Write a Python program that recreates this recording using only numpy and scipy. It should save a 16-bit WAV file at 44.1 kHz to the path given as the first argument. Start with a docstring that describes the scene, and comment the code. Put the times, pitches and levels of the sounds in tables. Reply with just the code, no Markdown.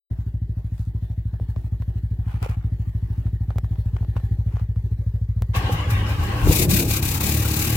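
"""Walking up to a diesel tailpipe.

Outdoors, a pickup idles, throbbing out of a wide pipe as the microphone is carried up to it over
gritty ground. At close range there is one sharp click and the exhaust suddenly gushes; then the stream
hits the microphone, buffeting it, growling and hissing in fast pulses, mostly on the left."""
import sys
import numpy as np
from scipy import signal
from scipy.fft import rfft, irfft, next_fast_len
from scipy.io import wavfile
from scipy.ndimage import uniform_filter1d, map_coordinates

SR = 44100
rng = np.random.default_rng(int(sys.argv[2]) if len(sys.argv) > 2 else 0)


def dump(signal):
    """Clip the signal to [-1, 1] and save it as 16-bit WAV at the path in sys.argv[1]."""
    limited = np.clip(np.atleast_2d(signal).T, -1, 1)
    pcm = np.round(limited * 32767).astype(np.int16)
    wavfile.write(sys.argv[1], SR, pcm)


N = 342216
T = np.arange(N) / SR
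OPEN_S, GUSH_START_S, PULSE_PEAK_S = .1, 5.527, 7.211

# the walk up to the pipe: t/s, throb level/dB, closeness/0-1
APPROACH = [(.1, -24, 0), (1.0, -25, 0.2), (2.2, -23, 0.28), (3.2, -22.5, 0.2), (4.3, -23.5, 0.6),
            (5.0, -25, 0.94), (5.6, -24.5, 0.96)]
# the microphone moves into the stream: t/s, hiss/dB, roar/dB, rumble/dB
STREAM_AT_MIC = [(5.6, -59, -36.5, -36.5), (6.32, -54, -34, -29.5), (6.43, -44.5, -31.5, -23),
                 (6.5, -29.5, -17.5, -17.5), (6.525, -23.5, -23, -21.5), (6.8, -23.5, -24.5, -27),
                 (6.92, -26.5, -32, -30.5), (7.15, -29.5, -36, -28.5), (7.28, -26, -27, -33),
                 (7.44, -31.5, -38.5, -46), (7.62, -26.5, -29, -37.5), (7.76, -31, -41, -46.5)]
# balance of sound arriving through open air: f/Hz, left minus right/dB
AIR_BALANCE = [(400, -0.5), (3300, -0.5), (5500, -0.5), (8300, 32.5), (12000, 3), (15000, 6.5)]
# likeness of left and right, in open air and in the stream: f/Hz, correlation
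AIR_LIKENESS = [(150, 0), (400, 0.63), (950, 0), (2400, 0), (15000, 0.15)]
STREAM_LIKENESS = [(60, 0.97), (130, 0.9), (300, 0.77), (550, 0.93), (1000, 0.2), (2300, -0.061),
                   (5000, -0.29), (15000, 0.26)]


def throb(turns, first_s=.1097):
    """Each turn of the idling engine sends one puff ringing through the pipe."""
    pipe_colour = [(34, -45), (52, -0.5), (61, 3), (80, -5), (106, 3), (120, -2), (143, -20.5), (158, -8.5),
                   (185, -23), (206, -17.5), (285, -26), (340, -41.5), (500, -51.5), (900, -83)]  # one throb through the exhaust system: f/Hz, level/dB
    mouth_colour = [(60, 4), (105, 5), (160, 1), (220, 3), (310, -16.5), (370, 7), (520, 4.5)]  # change right at the pipe's mouth: f/Hz, gain/dB
    swamping = [(5.6, 1), (5.9, -2), (6.45, -5.5), (6.7, -20.5)]  # the stream drowns the slow beat: t/s, gain/dB
    train = puffs(turns, first_s, scatter_db=0.7) * (T > OPEN_S)
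    far = signal.fftconvolve(train, ring(lambda hz: along(pipe_colour, hz)))[:N]
    near = signal.fftconvolve(far, ring(lambda hz: along(mouth_colour, hz)))[:N]
    approach_db, closeness = curves(APPROACH)
    level_db = approach_db + curves(swamping)[0] + 0.17 * wobble(2.7)
    return unit(far + closeness * (near - far)) * amp(level_db) * amp([[.25], [-.25]])


def jet(settled, flutter, lull_db, flutter_db=3, rise_s=.007):
    """The stream grazes the microphone and hisses: stray spurts at first, then a pulsing blast."""
    hiss_colour = [(880, -33), (1500, -12), (1560, -24), (1740, -49), (1880, -2), (2040, -6), (2450, 4.5),
                   (2990, -7.5), (3330, -6), (3710, -0.5), (5040, -4.5), (7470, -0.5), (8750, -3.5),
                   (15000, 2.5), (15800, -4)]  # gas across the microphone: f/Hz, density/dB
    balance = [(700, -12), (1700, 6), (2700, -3.5), (4000, 4), (5500, 11), (8000, 23), (12000, 5),
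               (15500, 11.5)]  # where the hiss sits: f/Hz, left minus right/dB
    stray_spurts = [(5.564, -37, 0.02), (5.727, -37, .014), (5.908, -35.5, 0.018), (6.093, -46, 0.027),
                    (6.237, -44, 0.018)]  # gas brushing the microphone: t/s, level/dB, decay/s
    blast = amp(curves(STREAM_AT_MIC)[0] + flutter_db * settled * flutter - lull_db)
    spurts = sum(amp(db) * np.exp(-np.maximum((s - T) / rise_s, (T - s) / decay))
                 for s, db, decay in stray_spurts)
    return panned(rush(hiss_colour, STREAM_LIKENESS, patchy_db=0), balance) * (blast + spurts)


def buffeting(swing_db=4, drone_db=-26.5, low_cut_hz=42):
    """Eddies rumble on the microphone and blow the pipe's low resonances; slugs of gas thump it."""
    # deep and low-mid eddies on the microphone: f/Hz, density/dB
    rumble_colour = [(24, -50), (34, -20.5), (42, -0.5), (52, 6.5), (66, -4), (90, 2), (200, -50)]
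    roar_colour = [(120, -12.5), (155, 2.5), (250, -7), (400, -7), (540, -17.5), (700, -16), (1500, -55.5)]
    # the pipe's main and upper resonances: f/Hz, width/Hz, level/dB
    main_modes = [(80.1, 22, 2.5), (113.4, 14, 1.5)]
    upper_modes = [(147.6, 22, 4), (180.9, 20, 1.5), (284.4, 24, 1.5), (310, 16, -1), (347.6, 20, -5),
                   (414, 40, -10.5)]
    slugs = [(5.695, -19, 487, 0.058), (5.731, -17, 147, 0.096), (5.919, -11.5, 102.8, 0.55),
             (6.193, -8, 83.5, 0.06), (6.47, -3, 61, 0.066), (6.472, -9.5, 388, 0.033),
             (6.51, -12, 485, 0.035)]  # gas striking the microphone: t/s, level/dB, f/Hz, t60/s
    _, roar_db, rumble_db = curves(STREAM_AT_MIC)
    rumble = amp(rumble_db + swing_db * wobble(14)) * rush(rumble_colour, STREAM_LIKENESS, patchy_db=.5)
    drone = resonances(main_modes, 1 + 0.019 * wobble(12))
    drone = unit(drone / np.sqrt(np.abs(signal.hilbert(drone)) + 0.17))  # losses cap its swing
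    drone *= amp(drone_db) * np.interp(T, [5.6, 5.95], [.2, 1])
    eddies = amp(-3) * rush(roar_colour, STREAM_LIKENESS, patchy_db=3.5)
    body = amp(-5) * resonances(upper_modes, 1 + 0.01222 * wobble(12))
    roar = amp(roar_db + wobble(45)) * (eddies + body)
    thumps, t = np.zeros(N), np.arange(SR // 4) / SR
    for s, db, hz, t60 in slugs:
        add(thumps, s, -amp(db - 60 * t / t60) * np.sin(2 * np.pi * hz * t))
    low_cut = signal.cheby1(N=4, rp=1, Wn=low_cut_hz, btype="high", fs=SR, output="sos")
    thumps = signal.sosfilt(low_cut, thumps)
    return (rumble + drone + thumps) * amp([[.3], [-.3]]) + roar * amp([[.8], [-.8]])


def growl(beats, settled, level_db=-25, lead_s=0.0041):
    """Each fast pulse of the stream rings the pipe, merging into a pitched growl."""
    pulse_colour = [(25, -64), (42, -32.5), (77, -1.5), (98, -3), (116, 3), (145, -7), (185, -14),
                    (250, -17.5), (320, -19), (420, -23), (600, -41), (1200, -69)]  # one pulse in the pipe: f/Hz, level/dB
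    train = puffs(beats, PULSE_PEAK_S - lead_s, scatter_db=1.8)
    sound = unit(signal.fftconvolve(train, ring(lambda hz: along(pulse_colour, hz)))[:N])
    return amp(level_db) * settled * sound * amp([[.4], [-.4]])


def gush(settled, flutter, lull_db, base_db=-35, surge_s=0.03, drift_share=.035):
    """Turbulent gas surges from the pipe; hollow bands drift about and fade as the stream settles."""
    gas_colour = [(160, -21.5), (290, -7), (386, -19), (500, -4.5), (660, -11.5), (810, -6.5), (1100, -8),
                  (1400, -13), (1640, -12), (2300, -13.5), (2950, -10.5), (3400, -19.5), (4430, -24.5),
                  (15800, -44)]  # turbulence at the mouth: f/Hz, density/dB
    hollow_bands = [(811, 60, -1.5), (1120, 90, 0), (1618, 70, -5), (2106, 130, -15)]  # resonances in the gush: f/Hz, width/Hz, level/dB
    balance = [(400, 1), (2000, 3.5), (3300, -1), (5500, 3.5), (8300, 36), (12000, 15), (15000, -1.5)]  # where the gush sits: f/Hz, left minus right/dB
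    broad = rush(gas_colour, STREAM_LIKENESS, patchy_db=3.5)
    pitch = 1 + (1 - settled) * drift_share * wobble(24) + .012 * wobble(19)
    hollow = np.array([resonances(hollow_bands, pitch) for _ in range(2)]) * amp(-1 - 6 * settled)
    surge_db = 5.5 * np.exp(-((T - GUSH_START_S - surge_s) / surge_s) ** 2)
    level_db = base_db + surge_db + settled * (0.5 * flutter - 2.5) - 0.54 * lull_db
    return panned(broad + hollow, balance) * amp(level_db)


def lulls(snap_s=.008):
    """Loss of the stream in dB: it sags away gradually, then snaps back."""
    sags = [(5.9, 0.09, 8.5), (6.062, 0.067, 6), (6.195, .065, 9), (6.692, 0.051, 28.5), (6.891, 0.096, 12),
            (7.025, 0.043, 16.5), (7.206, 0.04, 9.5)]  # dips in the stream: return t/s, length/s, nominal depth/dB
    shape = [0.00045, 0.92, 0.67, 0.0055]
    return sum(db * np.interp(T, [s - length, s - length / 3, s - snap_s / 2, s + snap_s / 2], shape)
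               for s, length, db in sags)


def singing(lines_db=-41, howl_width_hz=6.73):
    """The stream keeps narrow pipe resonances sounding, and a howl at the rim that drops in pitch."""
    narrow_modes = [(219.4, 9, 7), (274.4, 7.1, 2), (808, 22, -0.5), (1623, 16, -11)]  # pipe resonances: f/Hz, width/Hz, level/dB
    firmness = [(5.8, 0.31), (6.45, 0.66), (6.6, 0.62), (7.76, 1.8)]  # how firmly they sound: t/s, gain
    rim_howl = [(6.45, 342, -68), (6.58, 343, -31), (6.8, 345, -39), (6.95, 315, -37.5), (7.15, 315, -49),
                (7.3, 316, -35.5), (7.76, 318, -39)]  # gas across the rim: t/s, f/Hz, level/dB
    lines = amp(lines_db) * curves(firmness)[0] * resonances(narrow_modes, 1 + 0.00426 * wobble(7.3))
    howl_hz, howl_db = curves(rim_howl)
    phase = 2 * np.pi * np.cumsum(howl_hz + howl_width_hz / 2 * wobble(20)) / SR
    return lines + amp(howl_db + 2.3 * wobble(12)) * unit(np.sin(phase))


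def clatter(turns, swell_db=2.5, lag_turns=0.26):
    """Mechanical noise and gas hiss from under the truck swell shortly after every puff."""
    levels = [(.5, -54.5), (2.0, -53), (3.0, -50.5), (4.1, -49.5), (5.2, -53)]  # clatter along the walk: t/s, level/dB
    engine_colour = [(250, -6), (380, -6.5), (480, -18), (620, -16.5), (820, -17), (1020, -24.5),
                     (1450, -29.5), (1810, -22), (2300, -33.5), (3100, -32.5), (4200, -34.5), (5400, -40),
                     (7500, -40), (9000, -41.5), (15800, -36)]  # engine noise: f/Hz, density/dB
    bodywork = [(300, -4), (480, 6), (700, -3), (2000, 2.5), (3000, -2), (4200, 2), (12000, 1)]  # its shading with the microphone low by the pipe: f/Hz, gain/dB
    swell = np.cos(2 * np.pi * (turns - np.interp(.107, T, turns) - lag_turns))
    level_db = curves(levels)[0] + swell_db * swell + wobble(150) + 1.4 * wobble(6.6)
    sound = panned(rush(engine_colour, AIR_LIKENESS, patchy_db=3), AIR_BALANCE) * amp(level_db)
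    shaded = filtered(sound, lambda hz: amp(along(bodywork, hz)))
    closeness = curves(APPROACH)[1]
    return sound + closeness ** 2 * (shaded - sound)


def grit_and_click():
    """Grit pops underfoot on the way in; apart from it, one sharp click comes just before the gush."""
    # the grit, then the click in the last row: t/s, level/dB, relative knock/dB, treble/dB, tail/dB
    onsets = [(1.338, -41, -7.5, -20, -10), (1.398, -38, 4, -43, -36), (1.561, -36, -8.5, -52, -14),
              (1.645, -54, -11, -20.5, -11), (1.821, -38, -13.5, -26, -17), (2.426, -27.5, -12, -7.5, 1),
              (2.46, -28.5, -1.5, -18, -16.5), (2.496, -34.5, -6, -6.5, -14),
              (3.266, -44, -19, -34.5, -14.5), (3.504, -33.5, -6, -40, -14.5),
              (3.558, -36.5, -3.5, -34.5, -19.5), (3.583, -25.5, -16.5, -14.5, -21),
              (3.643, -37.5, -18, -37, -10), (3.756, -46.5, -16, -31.5, -10), (3.965, -30.5, -22, -30, -8),
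              (4.028, -39.5, -2.5, -30, -26), (4.047, -40.5, -10.5, -42, -25.5),
              (4.165, -30, -10.5, -40.5, -18), (4.199, -41, -13, -24, -13), (4.568, -34, -11, -35, -25.5),
              (4.595, -40.5, -14, -26, -17), (4.76, -46.5, -18, -33, -29), (5.421, -22, -12.5, -7, -35.5)]
    grit, click = onsets[:-1], onsets[-1:]
    return snaps(grit) + snaps(click)


def snaps(rows, tail_t60=0.024, gain_db=6.5):
    """One snap per row, with a dull knock and a short noisy tail."""
    # the snap and its knock: f/Hz, level/dB
    snap_colour = [(200, -26), (1050, 2.5), (1700, -6.5), (4000, -17), (15000, -46)]
    knock_colour = [(150, -8.5), (400, 22), (750, 15.5), (1500, -12), (5000, -41.5)]
    track, t = np.zeros((2, N)), np.arange(2048) / SR
    for s, db, knock_db, treble_db, tail_db in rows:
        def colour_db(hz):
            knock = amp(knock_db + along(knock_colour, hz))
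            treble = amp(treble_db - 6) * hz / (hz + 1500)
            return 20 * np.log10(amp(along(snap_colour, hz)) + knock + treble)
        burst = amp(tail_db - 60 * t / tail_t60) * rng.standard_normal((2, len(t)))
        burst[:, 0] = 1  # the sharp onset
        snap = signal.fftconvolve(ring(colour_db, size=2048)[None], burst, axes=1)
        for channel, sound in zip(track, snap / np.abs(snap).max()):
            add(channel, s + 0.0011, amp(db + gain_db) * sound)
    return track


def scuffs():
    """Soles scrape the ground below the microphone and drag hissing sand."""
    steps = [(0.804, 0.054, -65, 3), (1.504, .008, -73, 10.5), (1.625, 0.036, -71, -3),
             (2.326, 0.044, -48.5, -14), (2.445, 0.02, -41, -12.5), (2.507, 0.028, -46, -13.5),
             (2.588, 0.088, -60.5, -19), (3.161, 0.091, -61, -12.5), (3.523, 0.01, -54.5, -17.5),
             (3.983, 0.026, -57.5, -16), (4.172, 0.008, -44, -16), (4.57, 0.049, -54, -12)]  # sole strokes: t/s, half-width/s, level/dB, relative sand/dB
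    # the ground and the sand under a sole: f/Hz, density/dB
    ground_colour = [(250, -30.5), (420, -9), (650, -4.5), (800, 3.5), (930, -2.5), (1300, -2), (1900, -8),
                     (2800, -11), (4000, -26), (6000, -39), (12000, -54)]
    sand_colour = [(1500, -19.5), (3800, 1), (7000, -2), (15000, -5)]
    scrape_gain, sand_gain = np.zeros((2, N))
    for s, width, db, sand_db in steps:
        stroke = amp(db) * np.exp(-.5 * ((T - s) / width) ** 2)
        scrape_gain += stroke
        sand_gain += stroke * amp(sand_db)
    scrape = scrape_gain * rush(ground_colour, AIR_LIKENESS, patchy_db=2.5)
    sand = sand_gain * rush(sand_colour, AIR_LIKENESS, patchy_db=3)
    return (scrape + sand) * unit(amp(2.8 * wobble(250)))


def grains(count=30, from_s=.6, to_s=5.5, peak_db=-55, spread_db=0.5):
    """Single grains shift underfoot, ticking at random between the louder pops."""
    tick_colour = [(300, -15), (900, 0), (3000, -5.5), (7000, -9.5), (15000, -13.5)]  # one grain: f/Hz, level/dB
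    tick = ring(lambda hz: along(tick_colour, hz), size=1024)
    track = np.zeros(N)
    for s, chance in zip(rng.uniform(from_s, to_s, count), rng.standard_normal(count)):
        add(track, s, amp(peak_db + spread_db * chance) * tick / np.abs(tick).max())
    return track


def hum():
    """A faint hum swells briefly in the background."""
    swell = (4.27, .13, 790, -60)  # one tone: t/s, half-width/s, f/Hz, level/dB
    s, width, hz, db = swell
    return amp(db) * np.exp(-.5 * ((T - s) / width) ** 2) * np.sin(2 * np.pi * hz * T)


def puffs(turns, anchor_s, scatter_db):
    """One impulse per turn, in step with anchor_s, each a little different in strength."""
    phase = np.interp(anchor_s, T, turns) % 1
    starts = np.interp(np.arange(phase, turns[-1], 1), turns, T)
    train = np.zeros(N)
    for s, chance in zip(starts, rng.standard_normal(512)):
        add(train, s, np.array([-amp(scatter_db * chance)]))
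    return train


def resonances(modes, pitch):
    """Narrow bands blown by turbulence, all scaled by a pitch factor; rms 1."""
    clock = np.cumsum(pitch) / SR
    bands = (amp(db) * (wobble(width) + 1j * wobble(width)) * np.exp(2j * np.pi * hz * clock)
             for hz, width, db in modes)
    return unit(sum(bands).real)


def rush(colour, likeness, patchy_db):
    """Stereo noise with patches of random gain in time and frequency; its mid has rms 1."""
    spectra = signal.stft(rng.standard_normal((2, N)), nperseg=1024)[2]
    patches = uniform_filter1d(rng.standard_normal(spectra.shape[1:]), size=5, axis=0)
    patches = uniform_filter1d(patches, size=6, axis=1)
    pair = signal.istft(spectra * amp(patchy_db * unit(patches)), nperseg=1024)[1][:, :N]
    def gains(hz):
        angle = np.arccos(np.clip(along(likeness, hz), -.9, 1)) / 2
        return amp(along(colour, hz)) * np.array([np.ones_like(hz), np.tan(angle)])
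    mid, side = filtered(pair, gains)
    return np.array([mid + side, mid - side]) / np.std(mid)


def panned(x, balance):
    """Spread left and right with a level difference for each frequency."""
    def gains(hz):
        pair = amp(np.outer([.5, -.5], along(balance, hz)))
        return pair / np.sqrt(np.mean(pair ** 2, axis=0))
    return filtered(x, gains)


def ring(gain_db, size=16384):
    """The causal impulse response that has a given dB colour."""
    cepstrum = irfft(np.log(amp(gain_db(np.fft.rfftfreq(size, 1 / SR))) + 1e-6))
    cepstrum[1:size // 2] *= 2
    cepstrum[size // 2 + 1:] = 0
    return irfft(np.exp(rfft(cepstrum)))


def filtered(x, response):
    """x through a gain that depends on frequency."""
    size = next_fast_len(N + SR // 2)
    return irfft(rfft(x, size) * response(np.fft.rfftfreq(size, 1 / SR)), size)[..., :N]


def wobble(rate):
    """A smooth random curve, rate knots a second."""
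    return map_coordinates(rng.standard_normal(int(N * rate / SR) + 4), [T * rate])


def curves(rows):
    """One value per sample for each column after the time."""
    s, *columns = np.transpose(rows)
    return [np.interp(T, s, column) for column in columns]


def along(points, hz):
    """(Hz, value) points read on a log axis."""
    knots_hz, values = np.transpose(points)
    return np.interp(np.log(hz + 1), np.log(knots_hz + 1), values)


def add(track, s, sound):
    """Mix a short sound into a track at time s."""
    part = track[max(round(s * SR), 0):][:len(sound)]
    part += sound[:len(part)]


def amp(db):
    """Decibels to gain."""
    return 10 ** (np.asarray(db) / 20)


def unit(x):
    """Scale to rms 1."""
    return x / np.sqrt(np.mean(x ** 2) + 1e-20)


def scene():
    """Idle and footsteps on the way in; at the pipe the stream sets in, then settles into pulsing."""
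    idle_rate = [(0.1, 12.86), (0.65, 13.29), (1.7, 12.71), (2.6, 13.26), (3.05, 13.02), (3.85, 13.39),
                 (4.25, 13.17), (5.3, 13.42), (5.9, 12.95)]  # engine throbs: t/s, rate/Hz
    pulse_rate = [(6.5, 25), (6.63, 34), (6.9, 36), (7.05, 33), (7.2, 32.5), (7.32, 39), (7.47, 34.5),
                  (7.62, 37.5)]  # pulses of the stream: t/s, rate/Hz
    turns = np.cumsum(curves(idle_rate)[0]) / SR + 0.301 * (T > 5.4)  # one throb comes early
    beats = np.cumsum(curves(pulse_rate)[0]) / SR
    flutter = np.cos(2 * np.pi * (beats - np.interp(PULSE_PEAK_S, T, beats)))
    blowing = np.clip((T - GUSH_START_S) / 0.025, 0, 1) ** 2
    settled = np.interp(T, [6.4, 6.6], [0, 1])
    lull_db = lulls()
    stream = gush(settled, flutter, lull_db) + jet(settled, flutter, lull_db)
    stream += growl(beats, settled) + buffeting() + singing()
    engine = throb(turns) + clatter(turns)
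    background = panned(grit_and_click() + scuffs() + grains() + hum(), AIR_BALANCE)
    return engine + blowing * stream + background


def record(dry):
    """The microphone channel opens after a moment and passes nothing above 16 kHz."""
    fade_in = np.clip((T - OPEN_S) / 0.0065, 0, 1)
    return filtered(dry * fade_in, lambda hz: hz < 16000)


dry = scene()
out = record(dry)
dump(out)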